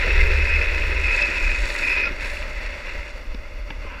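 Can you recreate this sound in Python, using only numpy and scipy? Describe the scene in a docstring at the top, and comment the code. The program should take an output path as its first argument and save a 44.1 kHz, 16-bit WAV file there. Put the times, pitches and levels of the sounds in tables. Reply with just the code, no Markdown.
"""A harsh rasp and a low judder come first: a downhill skateboard slides through a hairpin on coarse
asphalt, then grips and rolls on. The sideways wheels scrub and hiss over the grit, and stick-slip
friction drives their resonances into stuttering squeals. Bumps thud in the deck and clack in the
trucks. Wind buffets the microphone on the rider's helmet and eases as the slide takes off speed."""
import sys
import numpy as np
from scipy import signal
from scipy.fft import rfft, irfft
from scipy.io import wavfile

SR = 44100
rng = np.random.default_rng(int(sys.argv[2]) if len(sys.argv) > 2 else 0)


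def file_out(sig):
    """Save sig as 16-bit WAV at sys.argv[1]."""
    # one column per channel
    cols = np.atleast_2d(sig).T
    # limit, then scale
    lim = np.clip(cols, -1, 1)
    pcm = np.round(lim * 32767).astype(np.int16)
    wavfile.write(sys.argv[1], SR, pcm)


N = 176400
T = np.arange(N) / SR

# buffeting of the wind: time_s, level_db
WIND_LEVEL = [(0, -23), (.1, -21), (.23, -14), (.4, -22.5), (.79, -23), (.84, -17.5), (.92, -22.5),
              (1.38, -30), (1.43, -17), (1.56, -27.5), (1.63, -18), (1.68, -28.5), (2.07, -31.5),
              (2.62, -27), (2.8, -40), (2.99, -27.5), (3.1, -40), (3.18, -29), (3.39, -27.5), (3.49, -35),
              (3.56, -28), (4, -36)]
# spectrum of the eddies: frequency_hz, gain_db
WIND_SPECTRUM = [(5, -18), (16, -2), (29, 4), (43, 3), (70, -14), (90, -22.5), (250, -42), (800, -63)]
# low drone in the rushing air: time_s, level_db
DRONE_LEVEL = [(0, -32.5), (.12, -20.5), (.7, -28), (1.12, -31.5), (1.22, -41.5), (2.5, -42.5), (3.55, -48),
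               (3.8, -30), (3.9, -44)]
DRONE_HZ, DRONE_WIDTH_HZ = 70.85, 11.4

# rolling noise: time_s, level_db
ROLL_LEVEL = [(0, -35), (2, -36), (2.9, -38.5), (3.2, -42)]
# spectrum of the rolling wheels and deck: frequency_hz, gain_db
ROLL_SPECTRUM = [(100, -4.5), (290, -5), (430, -5), (590, 7.5), (690, -9), (990, -4), (1150, -7.5),
                 (1350, -3), (1800, -7.5), (2100, 3.5), (2350, -8), (2600, -3), (2870, -5.5), (3130, -23),
                 (3450, -10.5), (3900, -22), (4600, -10.5), (4950, -20), (5650, -15.5), (6050, -24),
                 (8500, -35), (13500, -36), (15300, -47)]

# bumps that knock the board: start_s, thud_db, clack_db
BUMPS = [(0.072, -26, -45), (1.287, -29.5, -41), (1.497, -43, -38), (2.109, -33, -47), (3.345, -30.5, -37),
         (3.704, -31, -25.5), (3.848, -33, -51)]
# spectrum of the struck deck: frequency_hz, gain_db
THUD_SPECTRUM = [(50, 2.5), (150, -5), (300, -0.5), (450, -9.5), (800, -23), (2000, -58)]
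# resonances of the trucks: pitch_hz, gain_db
TRUCK_MODES = [(930, 3.5), (1600, 2), (2290, 3), (2770, 4.5), (3520, -3), (4700, -12)]
KNOCK_RISE_S, THUD_DECAY_S, CLACK_DECAY_S, REBOUND_S = 0.0012, 0.0094, 0.0019, 0.00262

# spells in which the wheels glide and sizzle: start_s, end_s, level_db
SIZZLES = [(1.66, 2.03, -58.3), (2.197, 2.453, -59)]
# resonances of the sizzle: pitch_hz, width_hz, gain_db
SIZZLE_MODES = [(9600, 520, 1), (10600, 800, -2), (13200, 850, -2.5)]
SIZZLE_ATTACK_S, SIZZLE_RELEASE_S = .008, .1

# last light scrape of the wheels: time_s, level_db
SCRAPE_LEVEL = [(3.78, -60), (3.87, -41.5), (3.94, -38.5), (4, -42.5)]
# resonances of that scrape: pitch_hz, width_hz, gain_db
SCRAPE_MODES = [(1013, 110, 1), (1450, 580, 3.7), (2520, 530, 3.6)]

# judder of the sliding wheels: time_s, level_db
JUDDER_LEVEL = [(0, -45), (.075, -26.5), (.12, -36.5), (.29, -33.5), (.5, -42), (.97, -39), (1.2, -45),
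                (2.05, -45), (2.3, -57.5), (4, -53.5)]
# resonances of the judder before they sink: pitch_hz, width_hz, gain_db
JUDDER_MODES = [(406, 76, 0.5), (507, 122, 1)]
JUDDER_SAG_PER_S, JUDDER_WAVER = .14, 0.0503

# single catches of a wheel on the road, plus one brief high overtone of the squeal near 2.06 s: centre_s,
# pitch_hz, length_s, level_db
CATCHES = [(0.211, 2095, 0.023, -21), (0.823, 2510, 0.0052, -21), (1.15, 2545, 0.02, -18),
           (1.225, 2570, 0.027, -20.5), (1.349, 2246, 0.0033, -24), (1.753, 2084, 0.004, -18),
           (2.056, 5020, 0.031, -43.5), (2.069, 1397, 0.035, -30.5), (2.371, 2570, 0.006, -27),
           (2.427, 2280, 0.0029, -26)]
# stones under a wheel: centre_s, length_s, level_db
STONES = [(1.225, 0.0065, -27.5), (1.372, 0.0083, -36), (1.703, 0.0072, -33), (3.347, .005, -41)]
# spectrum of a stone's crunch: frequency_hz, gain_db
STONE_SPECTRUM = [(2000, -26), (3400, 6), (4500, 2), (5400, 4), (6300, -20), (15000, -48)]

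# rasp of the sideways wheels: time_s, level_db
RASP_LEVEL = [(0, -22.5), (.23, -25), (.29, -27), (.95, -28.5), (1.2, -26), (1.55, -29.5), (1.78, -31),
              (1.88, -27.5), (2.05, -27.5), (2.14, -37), (2.19, -36.5), (2.22, -29.5), (2.52, -40),
              (2.6, -35), (2.82, -37), (2.89, -32.5), (2.94, -38), (3.1, -40.5), (3.16, -54)]
# spectrum of the rasp: frequency_hz, gain_db
RASP_SPECTRUM = [(150, -27), (400, -10), (600, -29), (720, -20), (880, -14), (990, -4.5), (1130, -19),
                 (1320, -6.5), (1750, 0), (2080, 4), (2300, -1.5), (2600, 4), (2870, -8), (3130, -19),
                 (3450, -12.5), (4600, -18), (4900, -24.5), (5650, -18.5), (6000, -34), (8600, -56),
                 (11000, -39.5), (15000, -62)]
# fine hiss of the sideways wheels: time_s, level_db
HISS_LEVEL = [(0, -44.5), (.95, -46.5), (1.17, -40.5), (1.4, -42.5), (1.75, -38), (1.92, -41.5),
              (2.08, -55), (2.195, -51), (2.207, -42.5), (2.41, -45.5), (2.45, -51.5), (3.1, -53),
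              (3.25, -63)]
# spectrum of the hiss: frequency_hz, gain_db
HISS_SPECTRUM = [(500, -21), (1900, 7), (2800, 2), (3130, -9), (3450, 4), (4550, 7.5), (4850, -1.5),
                 (5600, 3), (6050, -11), (6400, 1), (7950, -2), (8500, -11), (9450, -9), (9900, -14),
                 (10700, -12), (12200, -38), (13200, -19), (15300, -31)]
GRIT_PER_S, GRIT_SPREAD_DB = 2200, 3.5

# envelope shared by the squeal's singing tone and weaker resonances: time_s, gain_db
SQUEAL_ENVELOPE = [(0, -34.5), (.36, -27.5), (.6, -22), (.66, -29), (.98, -34), (1.03, -23.5),
                   (1.26, -24.5), (1.3, -32.5), (1.36, -27.5), (1.58, -25), (1.61, -46), (1.81, -33),
                   (1.84, -20.5), (2.07, -24), (2.135, -61)]
# steep fall of the spectrum above the singing tone: frequency_hz, gain_db
SING_ROLLOFF = [(2650, 0), (3000, -16)]
# weaker wheel resonances that stick and slip excite: pitch_hz, width_hz, gain_db
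WHEEL_MODES = [(2452, 90, 1.5), (2095, 120, -1), (1397, 140, -12), (993, 130, -17.5), (5140, 240, -14.5)]
SING_HZ, SING_WIDTH_HZ, SING_WAVER, SING_SAG_PER_S = 2580, 63, 0.0081, .01
SING_GAIN_DB, WHEEL_GAIN_DB = -1.24, -7
CUTOFF_HZ = 15300


def amp(db):
    """Amplitude ratio for a value in decibels."""
    return 10 ** (np.asarray(db) / 20)


def unit(x):
    """The signal scaled to rms 1."""
    return x / np.sqrt(np.mean(x ** 2) + 1e-20)


def level(curve):
    """Gain over time from a dB curve."""
    return amp(np.interp(T, *np.transpose(curve)))


def add(mix, start_s, sound):
    """Superposition: a sound joins the mix at its start time."""
    part = mix[max(round(start_s * SR), 0):][:len(sound)]
    part += sound[:len(part)]


def colour(x, spectrum):
    """Linear filtering by a gain curve over log frequency, at rms 1."""
    hz, db = np.transpose(spectrum)
    f = np.fft.rfftfreq(len(x), 1 / SR)
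    gain = amp(np.interp(np.log(f + 1), np.log(hz), db))
    return unit(irfft(rfft(x) * gain, len(x)))


def wander(rate_hz):
    """Smooth random fluctuation up to about rate_hz, at rms 1."""
    f = np.fft.rfftfreq(N, 1 / SR)
    return unit(irfft(rfft(rng.standard_normal(N)) * f / (f + 2) / (1 + (f / rate_hz) ** 2), N))


def steadied(z, share):
    """Amplitude limiting: evens out a share of the swings in a complex oscillation's strength."""
    return unit(z.real / (unit(abs(z)) + 0.1) ** share)


def resonance(hz, width_hz, n=N):
    """Random forcing of a steep resonance: a complex oscillation that follows a pitch curve."""
    pole = np.exp(-np.pi * width_hz / SR)
    force = rng.standard_normal(2 * n).view(complex)
    swing = signal.lfilter([1], [1, -2 * pole, pole * pole], force)
    return swing * np.exp(2j * np.pi * np.cumsum(hz * np.ones(n)) / SR)


def ring(modes, bend=1):
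    """Modal superposition: randomly forced resonances bend together in pitch."""
    return unit(sum(amp(db) * steadied(resonance(hz * bend, width_hz), share=0.29)
                    for hz, width_hz, db in modes))


def road_contact(grit_share):
    """Shot noise: separate grit impacts carry a share of the power, a dense bed of finer ones the rest."""
    size = amp(GRIT_SPREAD_DB * np.minimum(rng.exponential(1, N), 2 * np.pi))
    grit = size * rng.choice([-1, 1], N) * (rng.random(N) < GRIT_PER_S / SR)
    return np.sqrt(grit_share) * unit(grit) + np.sqrt(1 - grit_share) * rng.standard_normal(N)


def chatter(grip, depth_db):
    """Amplitude modulation: a gain that jumps with the wheels' grip."""
    return unit(amp(depth_db * 2 * np.tanh(grip / 2)))


def knock(t, decay_s):
    """Envelope of a damped impact: a quick rise, then an exponential fall."""
    return np.minimum(t / KNOCK_RISE_S, np.exp((KNOCK_RISE_S - t) / decay_s))


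def wind():
    """Turbulence: eddies thump against the microphone housing, over a narrow low drone."""
    pressure = colour(rng.standard_normal(N), WIND_SPECTRUM)
    eddies = colour(steadied(signal.hilbert(pressure), share=0.33), [(72, -4.5), (92, -7.5)])
    drone = colour(ring([(DRONE_HZ, DRONE_WIDTH_HZ, 0)]), [(74, 15), (90, -36)])
    return level(WIND_LEVEL) * eddies + level(DRONE_LEVEL) * drone


def roll():
    """Roughness excitation: road grain rings the wheels and deck."""
    force = road_contact(grit_share=0.12) * chatter(wander(rate_hz=8.6), depth_db=1.5)
    return level(ROLL_LEVEL) * colour(force, ROLL_SPECTRUM)


def bumps():
    """Impact excitation: the deck thuds and the trucks clack, rebound and clack again."""
    out, t = np.zeros(N), T[:SR // 10]
    for start_s, thud_db, clack_db in BUMPS:
        deck = colour(rng.standard_normal(len(t)), THUD_SPECTRUM)
        thud = steadied(signal.hilbert(deck), share=0.7)
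        add(out, start_s, amp(thud_db) * thud * knock(t, THUD_DECAY_S))
        for strike_s in start_s, start_s + REBOUND_S:
            partials = [amp(db) * np.sin(2 * np.pi * (hz * t + rng.random())) for hz, db in TRUCK_MODES]
            add(out, strike_s, amp(clack_db) * unit(sum(partials)) * knock(t, CLACK_DECAY_S))
    return out


def sizzle():
    """Sliding friction: gliding wheels give a thin, gritty sizzle that starts at once and dies away."""
    gate = np.zeros(N)
    for start_s, end_s, db in SIZZLES:
        ramps = np.minimum((T - start_s) / SIZZLE_ATTACK_S, (end_s - T) / SIZZLE_RELEASE_S)
        gate += amp(db) * np.clip(ramps, 0, 1)
    return gate * chatter(wander(rate_hz=150), depth_db=4.5) * ring(SIZZLE_MODES)


def scrape():
    """Friction feeds broad midrange resonances as the wheels briefly drift again."""
    return level(SCRAPE_LEVEL) * ring(SCRAPE_MODES)


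def judder():
    """Forced vibration: skipping wheels shake the deck with a growl that sinks as they slow."""
    bend = np.exp(-JUDDER_SAG_PER_S * T) + JUDDER_WAVER * wander(rate_hz=11.5)
    return level(JUDDER_LEVEL) * ring(JUDDER_MODES, bend)


def catches():
    """Contact transients: a wheel bites for an instant and chirps, or crunches over a stone; one short high
    chirp sounds as an overtone of the squeal."""
    out, t = np.zeros(N), T[:SR // 5] - 0.1  # time from the centre of the pulse
    for centre_s, hz, length_s, db in CATCHES:
        chirp = steadied(resonance(hz, width_hz=2 / length_s, n=len(t)), share=0.94)
        add(out, centre_s + t[0], amp(db) * chirp * np.exp(-(2 * t / length_s) ** 2))
    for centre_s, length_s, db in STONES:
        crunch = colour(rng.standard_normal(len(t)), STONE_SPECTRUM)
        add(out, centre_s + t[0], amp(db) * crunch * np.exp(-(2 * t / length_s) ** 2))
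    return out


def slide(grip):
    """Friction noise: wheels dragged sideways over the stones give a chattering rasp and a finer hiss."""
    coarse = road_contact(grit_share=0.42) * chatter(grip / 2 + wander(rate_hz=110), depth_db=1.92)
    fine = road_contact(grit_share=0.46) * chatter(wander(rate_hz=100), depth_db=2.5)
    rasp = level(RASP_LEVEL) * colour(coarse, RASP_SPECTRUM)
    hiss = level(HISS_LEVEL) * colour(fine, HISS_SPECTRUM)
    return rasp + hiss


def squeal(grip):
    """Stick-slip oscillation: a wheel sings at a self-limiting strength, sinking a little as it slows."""
    bend = 1 - SING_SAG_PER_S * T + SING_WAVER * wander(rate_hz=27.8)
    tone = steadied(resonance(SING_HZ * bend, SING_WIDTH_HZ), share=1.0)
    hold = unit(1.24 + np.tanh(grip + 0.55))  # the squeal falters whenever the grip lets go
    singing = amp(SING_GAIN_DB) * colour(hold * tone, SING_ROLLOFF)
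    ringing = amp(WHEEL_GAIN_DB) * hold * ring(WHEEL_MODES, bend)
    return level(SQUEAL_ENVELOPE) * (singing + ringing)


def scene():
    """The sources superpose in one channel; one fluctuating grip modulates both squeal and rasp."""
    grip = wander(rate_hz=58)
    friction = squeal(grip) + slide(grip) + sizzle() + scrape() + judder()
    return (friction + roll() + catches() + bumps() + wind())[None]


def record(dry):
    """Band limiting: a steep low-pass filter removes the highest treble."""
    lowpass = signal.firwin(511, CUTOFF_HZ, window=("kaiser", 9), fs=SR)
    return signal.oaconvolve(dry, lowpass[None], "same")


dry = scene()
out = record(dry)
file_out(out)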